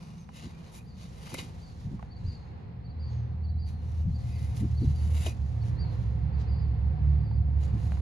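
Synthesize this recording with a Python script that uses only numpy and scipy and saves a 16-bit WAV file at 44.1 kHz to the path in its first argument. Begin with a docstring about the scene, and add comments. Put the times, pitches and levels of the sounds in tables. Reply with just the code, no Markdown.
"""Spinning a rusty shaft coupling

Outdoors, a hand twice grips a coupling and spins it. Friction of skin and sleeve on rust makes a
rasp and excites the steel's normal modes; fingers slip off, and the loose flanges clack and ring.
A heavy diesel vehicle draws nearer, droning in exhaust harmonics over road noise. Small birds
chirp between reflecting walls, far machinery murmurs, and eddies of air bump the microphone."""
import sys
import numpy as np
from scipy import signal
from scipy.fft import rfft, irfft, next_fast_len
from scipy.io import wavfile
from scipy.ndimage import map_coordinates

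SR = 44100
rng = np.random.default_rng(int(sys.argv[2]) if len(sys.argv) > 2 else 0)


def output_pcm(signal):
    """Save a mono or channel-first signal as 16-bit PCM at the path in sys.argv[1].

    Samples are clipped to [-1, 1] before scaling.
    """
    pcm = np.clip(np.atleast_2d(signal).T, -1, 1) * 32767
    wavfile.write(sys.argv[1], SR, np.round(pcm).astype(np.int16))


N = 353241
TIME = np.arange(N) / SR


def amp(db):
    """Decibels to amplitude ratio."""
    return 10 ** (np.asarray(db) / 20)


def unit(x):
    """Normalisation to rms 1."""
    return x / np.sqrt(np.mean(x ** 2) + 1e-20)


def along(points, hz):
    """Interpolation of (Hz, value) points on a logarithmic frequency axis."""
    freqs, values = np.transpose(points)
    return np.interp(np.log(hz + 1), np.log(freqs + 1), values)


def curves(rows):
    """Linear interpolation in time of each column after the first."""
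    times, *columns = np.transpose(rows)
    return [np.interp(TIME, times, column) for column in columns]


def wobble(rate):
    """Slow random modulation: a spline through rate knots a second."""
    return map_coordinates(rng.standard_normal(int(N * rate / SR) + 4), [TIME * rate])


def filtered(x, response):
    """Linear filtering: the spectrum times a frequency response."""
    n = x.shape[-1]
    padded = next_fast_len(n + 8192)
    return irfft(rfft(x, padded) * response(np.fft.rfftfreq(padded, 1 / SR)), padded)[..., :n]


def band(hz, centre, width):
    """Frequency response of a damped resonator."""
    return 1j * hz * width / (centre ** 2 - hz ** 2 + 1j * hz * width)


def noise(size=N):
    """Two uncorrelated white noises."""
    return rng.standard_normal((2, size))


def spread(pair, spectrum, coherence):
    """Partial coherence: two uncorrelated signals mix into coloured stereo of rms 1."""
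    def response(hz):
        angle = np.arccos(np.clip(along(coherence, hz), -1, 1)) / 2
        return amp(along(spectrum, hz)) * np.array([np.cos(angle), np.sin(angle)])
    mid, side = filtered(pair, response)
    return unit(np.array([mid + side, mid - side]))


def add(track, s, sound):
    """Superposition: a sound joins a track at s seconds, cut to fit."""
    start = round(s * SR)
    sound = sound[..., max(-start, 0):]
    part = track[..., max(start, 0):][..., :sound.shape[-1]]
    part += sound[..., :part.shape[-1]]


# Distant noise at the two microphone ports. Each row: frequency in Hz, left-right coherence.
FAR_COHERENCE = [(60, 0.75), (180, 0.96), (520, 0), (13000, 0.54)]
# Murmur of machinery. Each row: frequency in Hz, relative spectral density in dB.
MACHINERY_SPECTRUM = [(70, -19.5), (170, 3), (230, -5.5), (340, -36.5), (700, -64)]


def machinery():
    """Ambient noise: far machines merge into a low, nearly steady murmur."""
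    return amp(-50.5 + 1.1 * wobble(5.7)) * spread(noise(), MACHINERY_SPECTRUM, FAR_COHERENCE)


# Road noise on the approach. Each row: time in seconds, rumble level in dB, tyre level in dB.
ROAD_LEVELS = [(0, -49.5, -57), (1.8, -42.5, -55.5), (2.6, -41.5, -56), (3.4, -37, -54.5),
               (4.6, -33.5, -55), (5.9, -32.5, -51), (8, -30.5, -51.5)]
# Its two spectra. Each row: frequency in Hz, relative spectral density in dB.
RUMBLE_SPECTRUM = [(22, -49.5), (34, -18), (44, -3), (60, 4), (85, 5), (130, 0.5), (180, -8), (250, -18),
                   (400, -35.5), (800, -94.5)]
TYRE_SPECTRUM = [(150, -11.5), (250, -5), (384, -5.5), (510, -4.5), (600, -14), (730, -9), (860, -9),
                 (1450, -19.5), (1900, -19), (3200, -29), (4500, -29), (5300, -38.5), (13000, -76)]
# Hums of the road, and a very faint, thin, high tone not from the vehicle.
# Each row: centre in Hz, bandwidth in Hz, offset from rumble level in dB.
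NARROW_BANDS = [(527.5, 28, -33), (727, 65, -28), (852, 49, -40.5), (11900, 280, -64)]


def road():
    """Broadband and narrowband noise: the rumble, and above it tyres, hums and a faint high tone."""
    rumble_db, tyre_db = curves(ROAD_LEVELS)
    rumble = amp(rumble_db - 1 + .68 * wobble(8)) * spread(noise(), RUMBLE_SPECTRUM, FAR_COHERENCE)
    upper = amp(tyre_db - 1 + 1.7 * wobble(3.9)) * spread(noise(), TYRE_SPECTRUM, FAR_COHERENCE)
    for centre, width, db in NARROW_BANDS:
        tone = filtered(rng.standard_normal(N), lambda hz: band(hz, centre, width) ** 2)
        upper += amp(rumble_db + db) * unit(tone)
    return rumble, upper


# The engine slows. Each row: time in seconds, cycle rate in Hz.
ENGINE_RATE = [(0, 40.5), (2.4, 39.91), (4.6, 38.69), (6, 37.48), (8, 35.6)]
# Exhaust harmonics. Each row: time in seconds, levels of harmonics 2, 3 and 4 in dB.
EXHAUST_LEVELS = [(0, -65.5, -63, -55), (2.5, -49.5, -55, -68.5), (3.1, -34.5, -40.5, -61),
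                  (3.7, -36, -44.5, -67), (4.7, -36, -33, -42.5), (5.2, -29.5, -41, -58),
                  (6, -42.5, -35.5, -50), (7.1, -29.5, -35, -34.5), (8, -48, -39, -47)]
# A second deep tone that swells. Each row: time in seconds, frequency in Hz, level in dB.
BOOM_TONE = [(3, 70, -88.5), (4, 71.66, -44.5), (5.8, 67.68, -36), (6.5, 67, -30), (7.1, 69.68, -28.5),
             (8, 71.23, -31)]


def engine():
    """Harmonic series: the periodic exhaust drones, wavering through the air, beside a deep boom."""
    cycle_hz = curves(ENGINE_RATE)[0] * (1 + .004 * wobble(8))
    phase = 2 * np.pi * np.cumsum(cycle_hz) / SR
    drone = sum(amp(db + 3.06 * wobble(7)) * np.sin(order * phase + rng.uniform(0, 2 * np.pi))
                for order, db in enumerate(curves(EXHAUST_LEVELS), 2))
    boom_hz, boom_db = curves(BOOM_TONE)
    boom = amp(boom_db + .24 * wobble(4.5)) * np.sin(2 * np.pi * np.cumsum(boom_hz) / SR)
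    return np.sqrt(2) * (drone + boom)


def vehicle(left_lead_s=.00042):
    """Time and level differences: the diesel arrives first on the left, but louder on the right."""
    drone = engine()
    rumble, upper = road()
    balance_db = np.interp(TIME, [4.5, 5.5], [-.7, -3.2])
    low = (drone + rumble) * amp(np.array([balance_db, -balance_db]) / 2)
    arrival = lambda hz: np.exp(1j * np.pi * hz * left_lead_s * np.array([[1], [-1]]))
    return filtered(low + upper * amp([[-.6], [.6]]), arrival)


def reverberation(x, t60):
    """Diffuse reflections decay exponentially, by 60 dB in t60 seconds, differently at each port."""
    t = np.arange(SR // 2) / SR
    tail = noise(len(t)) * amp(-60 * t / t60)
    return signal.fftconvolve(x[None], tail / np.linalg.norm(tail[0]), axes=1)[:, :len(x)]


NOTE_TOP_S = .1  # a note reaches its top pitch this far in


def note(top_hz, fall_s, start_hz=4150):
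    """Frequency modulation: a warbling whistle sweeps up to its top, slides down and trails off."""
    rise_s, attack_s, drop_hz = .014, .012, 560
    trail, trail_s = .49, .14
    t = np.arange(SR // 2) / SR - NOTE_TOP_S
    warble = np.interp(t, np.linspace(t[0], t[-1], 120), rng.standard_normal(120))
    up = start_hz + (top_hz - start_hz) * np.exp(-(t / rise_s) ** 2)
    down = top_hz - drop_hz + drop_hz / (1 + np.abs(t / fall_s) ** 3)
    pitch = np.where(t < 0, up, down) * (1 + .0065 * warble)
    fading = (1.5 - trail) * np.exp(-(t / fall_s) ** 2 / 2) + trail * np.exp(-np.abs(t) / trail_s)
    envelope = np.where(t < 0, 1 / (1 + (t / attack_s) ** 2 / 2), fading)
    return np.sqrt(2) * envelope * np.sin(2 * np.pi * np.cumsum(pitch) / SR)


# A pip, then a higher, longer slur. Each row: time of the slur's top in seconds, top pitch in Hz,
# level in dB, near echo gain in dB, pip's lead in seconds, pip relative to slur in dB.
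BIRD_CALLS = [(0.875, 4780, -70.5, -5, .16, -12), (1.626, 4730, -68.5, -3, .16, -10),
              (2.275, 4776, -61, -2.5, .155, -4.5), (3.007, 4770, -65.5, -1, 0.15, -4),
              (3.601, 4750, -65.5, 0, .153, -2.5), (4.327, 4870, -67.5, -8, .172, 2.5),
              (4.959, 4700, -68.5, -6, 0.18, 6), (5.801, 4693, -57.5, -19, .18, -11),
              (6.492, 4850, -66.5, -2.5, .15, -6), (6.594, 4900, -68.5, -21.5, 0.17, -6.5),
              (7.247, 4720, -74.5, -1, .15, -9), (7.345, 4760, -75, -17, .14, -7.5)]
# A second bird. Each row: time of the top in seconds, top pitch in Hz, fall in seconds, level in dB.
BIRD_WHISTLES = [(0.188, 6350, 0.036, -73), (3.109, 6610, .08, -79.5)]


def birds(near_wall_s=.046, far_wall_s=.076):
    """Echo and scattering: two walls repeat the birdsong, and nearby pipes and walls blur it."""
    song = np.zeros(N)
    for s, top_hz, db, echo_db, lead_s, pip_db in BIRD_CALLS:
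        pip = amp(db + pip_db) * note(top_hz - 160, fall_s=.014)
        slur = amp(db) * note(top_hz, fall_s=.035)
        for top_s, chirp in (s - lead_s, pip), (s, slur):
            add(song, top_s - NOTE_TOP_S, chirp)
            add(song, top_s - NOTE_TOP_S + near_wall_s, amp(echo_db) * chirp)
    for s, top_hz, fall_s, db in BIRD_WHISTLES:
        add(song, s - NOTE_TOP_S, amp(db) * note(top_hz, fall_s, start_hz=top_hz - 400))
    out = song + amp(-5.5) * reverberation(song, t60=.1)
    add(out, far_wall_s, amp(-15) * song)
    yard_tail = filtered(reverberation(song, t60=.55), lambda hz: band(hz, 4300, 800))
    return out + amp(-7) * yard_tail


# Soft thuds. Each row: centre time in seconds, level in dB, pitch in Hz.
MICROPHONE_BUMPS = [(0.457, -40, 176), (1.343, -40.5, 215), (1.39, -45, 320), (1.44, -43, 167),
                    (1.87, -33, 119), (1.938, -33.5, 155), (2.258, -30.5, 87.4), (4.088, -25.5, 97),
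                    (4.635, -29, 156), (4.835, -28.5, 183), (4.885, -22.5, 87), (5.28, -38.5, 300),
                    (7.756, -30.5, 136)]


def bumps(half_width_cycles=2.58):
    """Pressure fluctuations: eddies and handling thud on the microphone; the lower, the longer."""
    out, t = np.zeros((2, N)), np.arange(SR // 2) / SR - 1 / 4
    for s, db, pitch_hz in MICROPHONE_BUMPS:
        common, side = noise(len(t))
        swell = np.exp(-(t * pitch_hz / half_width_cycles) ** 2 / 2)
        hump = lambda hz: (hz / pitch_hz) ** 1.5 / (1 + (hz / (1.25 * pitch_hz)) ** 6)
        thud = swell * filtered(np.array([common + .16 * side, common - .11 * side]), hump)
        add(out, s + t[0], amp(db) * unit(thud) * np.sqrt(np.mean(swell ** 2)))
    return out


# Knocks on the coupling and its guard. Each row: start in seconds, level in dB, pitch in Hz,
# tick relative to tone in dB.
KNOCKS = [(.2905, -44.5, 780, -5), (1.273, -47, 1000, -1), (1.318, -47.5, 895, -2), (1.3438, -36.5, 540, 2),
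          (1.994, -44.5, 920, -15), (2.027, -41.5, 823, -7), (5.2644, -34.5, 654, -18),
          (5.85, -47.5, 799, -10), (7.313, -46.5, 852, -10), (7.9203, -40.5, 700, 0),
          (7.972, -45.5, 806, -8)]


def taps(tone_t60=.036, crack_t60=.024):
    """Damped free vibration: a sharp tick of contact leaves a brief tone and a soft crack."""
    out, t = np.zeros((2, N)), np.arange(SR // 8) / SR
    tick = filtered(1.0 * (t == 0), lambda hz: band(hz, 1280, 1420) ** 3)
    tick /= np.abs(tick).max()
    for s, db, pitch_hz, tick_db in KNOCKS:
        detune = 1 + rng.normal(0, .1, (2, 1))
        tone = amp(-60 * t / tone_t60) * np.sin(2 * np.pi * pitch_hz * t * detune)
        hiss = unit(filtered(noise(len(t)), lambda hz: band(hz, 1100, 1400) ** 2))
        crack = amp(-10 - 60 * t / crack_t60) * hiss
        add(out, s, amp(db + 4) * (tone + crack + amp(tick_db) * tick))
    return out


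# The coupling's resonances. Each row: frequency in Hz, bandwidth in Hz, relative level in dB.
STEEL_MODES = [(2075, 45, 1), (2235, 60, -4), (2462, 22, 3), (2620, 60, -5), (2860, 100, 0), (3780, 28, 3),
               (3975, 60, -5), (4695, 50, -7), (5095, 35, -8), (6062, 16, -5), (6810, 60, -12)]


def steel(force):
    """Modal superposition: each point of contact weights the coupling's modes anew."""
    weights = amp(rng.normal(0, 2.2, len(STEEL_MODES)))
    modes = lambda hz: sum(weight * amp(db) * band(hz, centre, width)
                           for weight, (centre, width, db) in zip(weights, STEEL_MODES))
    return unit(filtered(force + .4 * force[::-1], modes))  # the ports share part of the ring


def grit(size, rate, spread_db):
    """Shot noise: rust grains catch the skin as tiny uneven impulses, about rate a second."""
    caught = rng.random(size) < rate / SR
    return unit(noise(size) * caught * amp(spread_db * np.minimum(rng.exponential(size=size), 4)))


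# Skin rubbing on rust. Each row: frequency in Hz, relative spectral density in dB.
SKIN_SPECTRUM = [(200, -1.5), (500, 8.5), (1400, 5.5), (2500, 0.5), (4000, 3.5), (5500, 0.5), (7200, -0.5),
                 (10000, -7.5), (12500, -18.5), (14000, -25)]
# Close sounds at the two ports. Each row: frequency in Hz, left-right coherence.
NEAR_COHERENCE = [(200, .65), (700, 0.32), (1500, 0.59), (2500, 0.5), (5300, 0.32), (7000, 1), (11500, 1)]


def rasp(force, treble_db, ripple_db=2.8):
    """Friction noise: the gaps between fingers and flanges colour each scrape differently."""
    knots_hz = np.linspace(0, SR / 2, 128)
    colour_db = ripple_db * rng.standard_normal(len(knots_hz))
    colour_db += treble_db * np.clip(knots_hz / 5000 - 1, 0, 1)
    scrape = spread(force, SKIN_SPECTRUM, NEAR_COHERENCE)
    return filtered(scrape, lambda hz: amp(np.interp(hz, knots_hz, colour_db)))


def stroke(judder, s, db, swell_s, fade_s, ring_db, treble_db):
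    """Forced vibration: skin judders over fine rust and coarse crumbs and drives the steel."""
    out, t = np.zeros((2, N)), np.arange(-.35, .45, 1 / SR)
    roundness = 1.23  # 1 is a pointed swell, 2 a bell-shaped one
    envelope = np.exp(-np.maximum(-t / swell_s, t / fade_s) ** roundness)
    pressure = amp(db) * envelope * np.interp(s + t, TIME, judder)
    fine = grit(len(t), rate=7000, spread_db=.8)
    coarse = grit(len(t), rate=150, spread_db=1)
    force = pressure * (fine + .25 * coarse)
    sound = rasp(force, treble_db) + amp(ring_db) * steel(force) * amp([[.8], [-.8]])
    add(out, s + t[0], pressure.std() * sound)
    return out


# Hand and sleeve move and rustle. Each row: start in seconds, end in seconds.
RUSTLE_SPANS = [(1.1, 1.845), (4.2, 5.55)]
# Skin slides or a sleeve brushes by. Each row: peak time in seconds, level in dB, swell in seconds,
# fade in seconds, ring relative to scrape in dB, treble gain in dB.
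HAND_SLIDES = [(.06, -55.5, 0.15, 0.2, -8.5, 1.5), (.364, -57.5, 0.028, 0.072, 0.5, 7.5),
               (.435, -52.5, .058, 0.053, -9.5, 0), (.66, -59.5, 0.24, 0.061, -14, 0.5),
               (1.028, -58, 0.073, 0.065, -11, 3.5), (1.345, -48, .115, 0.1, -6, 5.5),
               (2.26, -59, 0.058, .19, -11.5, -5.5), (3.14, -59.5, .06, 0.082, -20, -11),
               (3.93, -60.5, 0.12, .13, -13.5, 2.5), (4.41, -58.5, 0.13, 0.15, -1.5, 11),
               (4.84, -58, 0.09, 0.1, -11, 4), (5.03, -55, 0.12, 0.083, -13.5, 6.5),
               (5.23, -48, 0.12, .046, -4.5, 10), (5.67, -60.5, .04, 0.07, -15.5, 4),
               (5.96, -62, .08, .2, -14, 2.5), (7.87, -56.5, 0.14, 0.2, -9.5, 5)]
# Sudden scuffs, loudest where a finger leaves a flange. Each row: peak time in seconds, level in dB,
# fade in seconds, treble gain in dB.
FINGER_SLIPS = [(.757, -53.5, 0.045, 12.5), (1.344, -40.5, .0047, 15.5), (1.389, -43.5, 0.024, 5),
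                (3.688, -58.5, 0.038, 7), (4.571, -51.5, 0.018, 13.5), (4.608, -54.5, 0.024, 9),
                (5.267, -45, 0.03, 8.5), (5.296, -52.5, 0.0057, 12.5), (6.411, -60, .04, -10),
                (7.635, -54.5, .05, 1.5)]


def hand(rustle_db=-63, fade_db_per_s=49):
    """Sliding friction: slow slides and sudden slips sound over a light rustle."""
    judder = amp(1.3 * wobble(80) + 1.3 * wobble(17))
    rest_s = np.min([np.abs(TIME - np.clip(TIME, start, end)) for start, end in RUSTLE_SPANS], axis=0)
    rustle = spread(grit(N, rate=23000, spread_db=1), SKIN_SPECTRUM, NEAR_COHERENCE)
    out = amp(rustle_db - fade_db_per_s * rest_s) * judder * rustle
    for slide in HAND_SLIDES:
        out += stroke(judder, *slide)
    for s, db, fade_s, treble_db in FINGER_SLIPS:
        ring_db = -.5 + .54 * (db + 39)  # the harder the slip, the more the steel rings
        out += stroke(judder, s, db, .49 * fade_s, fade_s, ring_db, treble_db)
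    return out


# A flange sings. Each row: peak time in seconds, level in dB, half-width in seconds, mode in Hz.
SINGING_MODES = [(.39, -63, 0.04, 2840), (.41, -69, 0.057, 6730), (.59, -69, 0.071, 2410),
                 (.79, -64, 0.027, 2440), (4.355, -62.5, 0.027, 2480), (4.39, -65.5, 0.15, 2070),
                 (5.285, -51.5, .025, 2470)]


def singing(width_hz=170):
    """Stick-slip excitation: a dragging fingertip feeds one mode, which swells and fades."""
    out, t = np.zeros((2, N)), np.arange(SR // 2) / SR - 1 / 4
    for s, db, half_s, mode_hz in SINGING_MODES:
        friction = spread(noise(len(t)), SKIN_SPECTRUM, NEAR_COHERENCE)
        ring = filtered(friction, lambda hz: band(hz, mode_hz, width_hz) ** 2)
        swell = np.exp(-(t / half_s) ** 2 / 2)
        add(out, s + t[0], amp(db) * unit(swell * ring) * np.sqrt(np.mean(swell ** 2)))
    return out


# The loose flanges collide. 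Each row: start in seconds, level in dB, centre of the blow's band in Hz.
FLANGE_IMPACTS = [(1.3448, -34.5, 2180), (1.385, -33.5, 3820), (1.389, -32.5, 3000), (5.265, -32.5, 3380)]


def clacks(contact_s=.0039, width_hz=650, crack_db=-4.5):
    """Impact excitation: steel on steel gives a dry crack, and modes near the blow's band ring on."""
    out, t = np.zeros((2, N)), np.arange(SR // 3) / SR
    for s, db, centre_hz in FLANGE_IMPACTS:
        blow = noise(len(t)) * np.exp(-t / contact_s)
        ring = steel(filtered(blow, lambda hz: band(hz, centre_hz, width_hz)))
        ring *= amp([[1.5], [-1.5]]) / np.abs(ring).max()
        crack = spread(blow, SKIN_SPECTRUM, NEAR_COHERENCE)
        crack *= amp(crack_db) / np.abs(crack).max()
        add(out, s, amp(db) * (ring + crack))
    return out


# Phase between the ports. Each row: frequency in Hz, lead of the left port in radians.
LEFT_PHASE_LEAD = [(300, 0), (1000, 1.3), (1500, 3.1), (2000, 5.3), (2400, 6.2), (3000, 7.2), (4200, 6.3),
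                   (6000, 6.3), (7000, 4.9), (7800, 3.3), (8700, 3), (9800, 1.6), (11000, 0)]


def diffraction(x):
    """Diffraction: close sound bends round the microphone's housing to reach its ports out of step."""
    return filtered(x, lambda hz: np.exp(.5j * along(LEFT_PHASE_LEAD, hz) * np.array([[1], [-1]])))


def scene():
    """Superposition of sources: the hand and coupling close by, traffic and birds far off."""
    murmur = machinery()
    coupling = diffraction(hand() + singing() + clacks()) + taps()
    return coupling + bumps() + vehicle() + birds() + murmur


def record(dry, top_hz=13650, fade_s=.004):
    """Band limiting: nothing above top_hz passes, and both ends fade briefly."""
    ends = np.clip(np.minimum(TIME, TIME[-1] - TIME) / fade_s, 0, 1)
    return filtered(dry * ends, lambda hz: hz < top_hz)


dry = scene()
out = record(dry)
output_pcm(out)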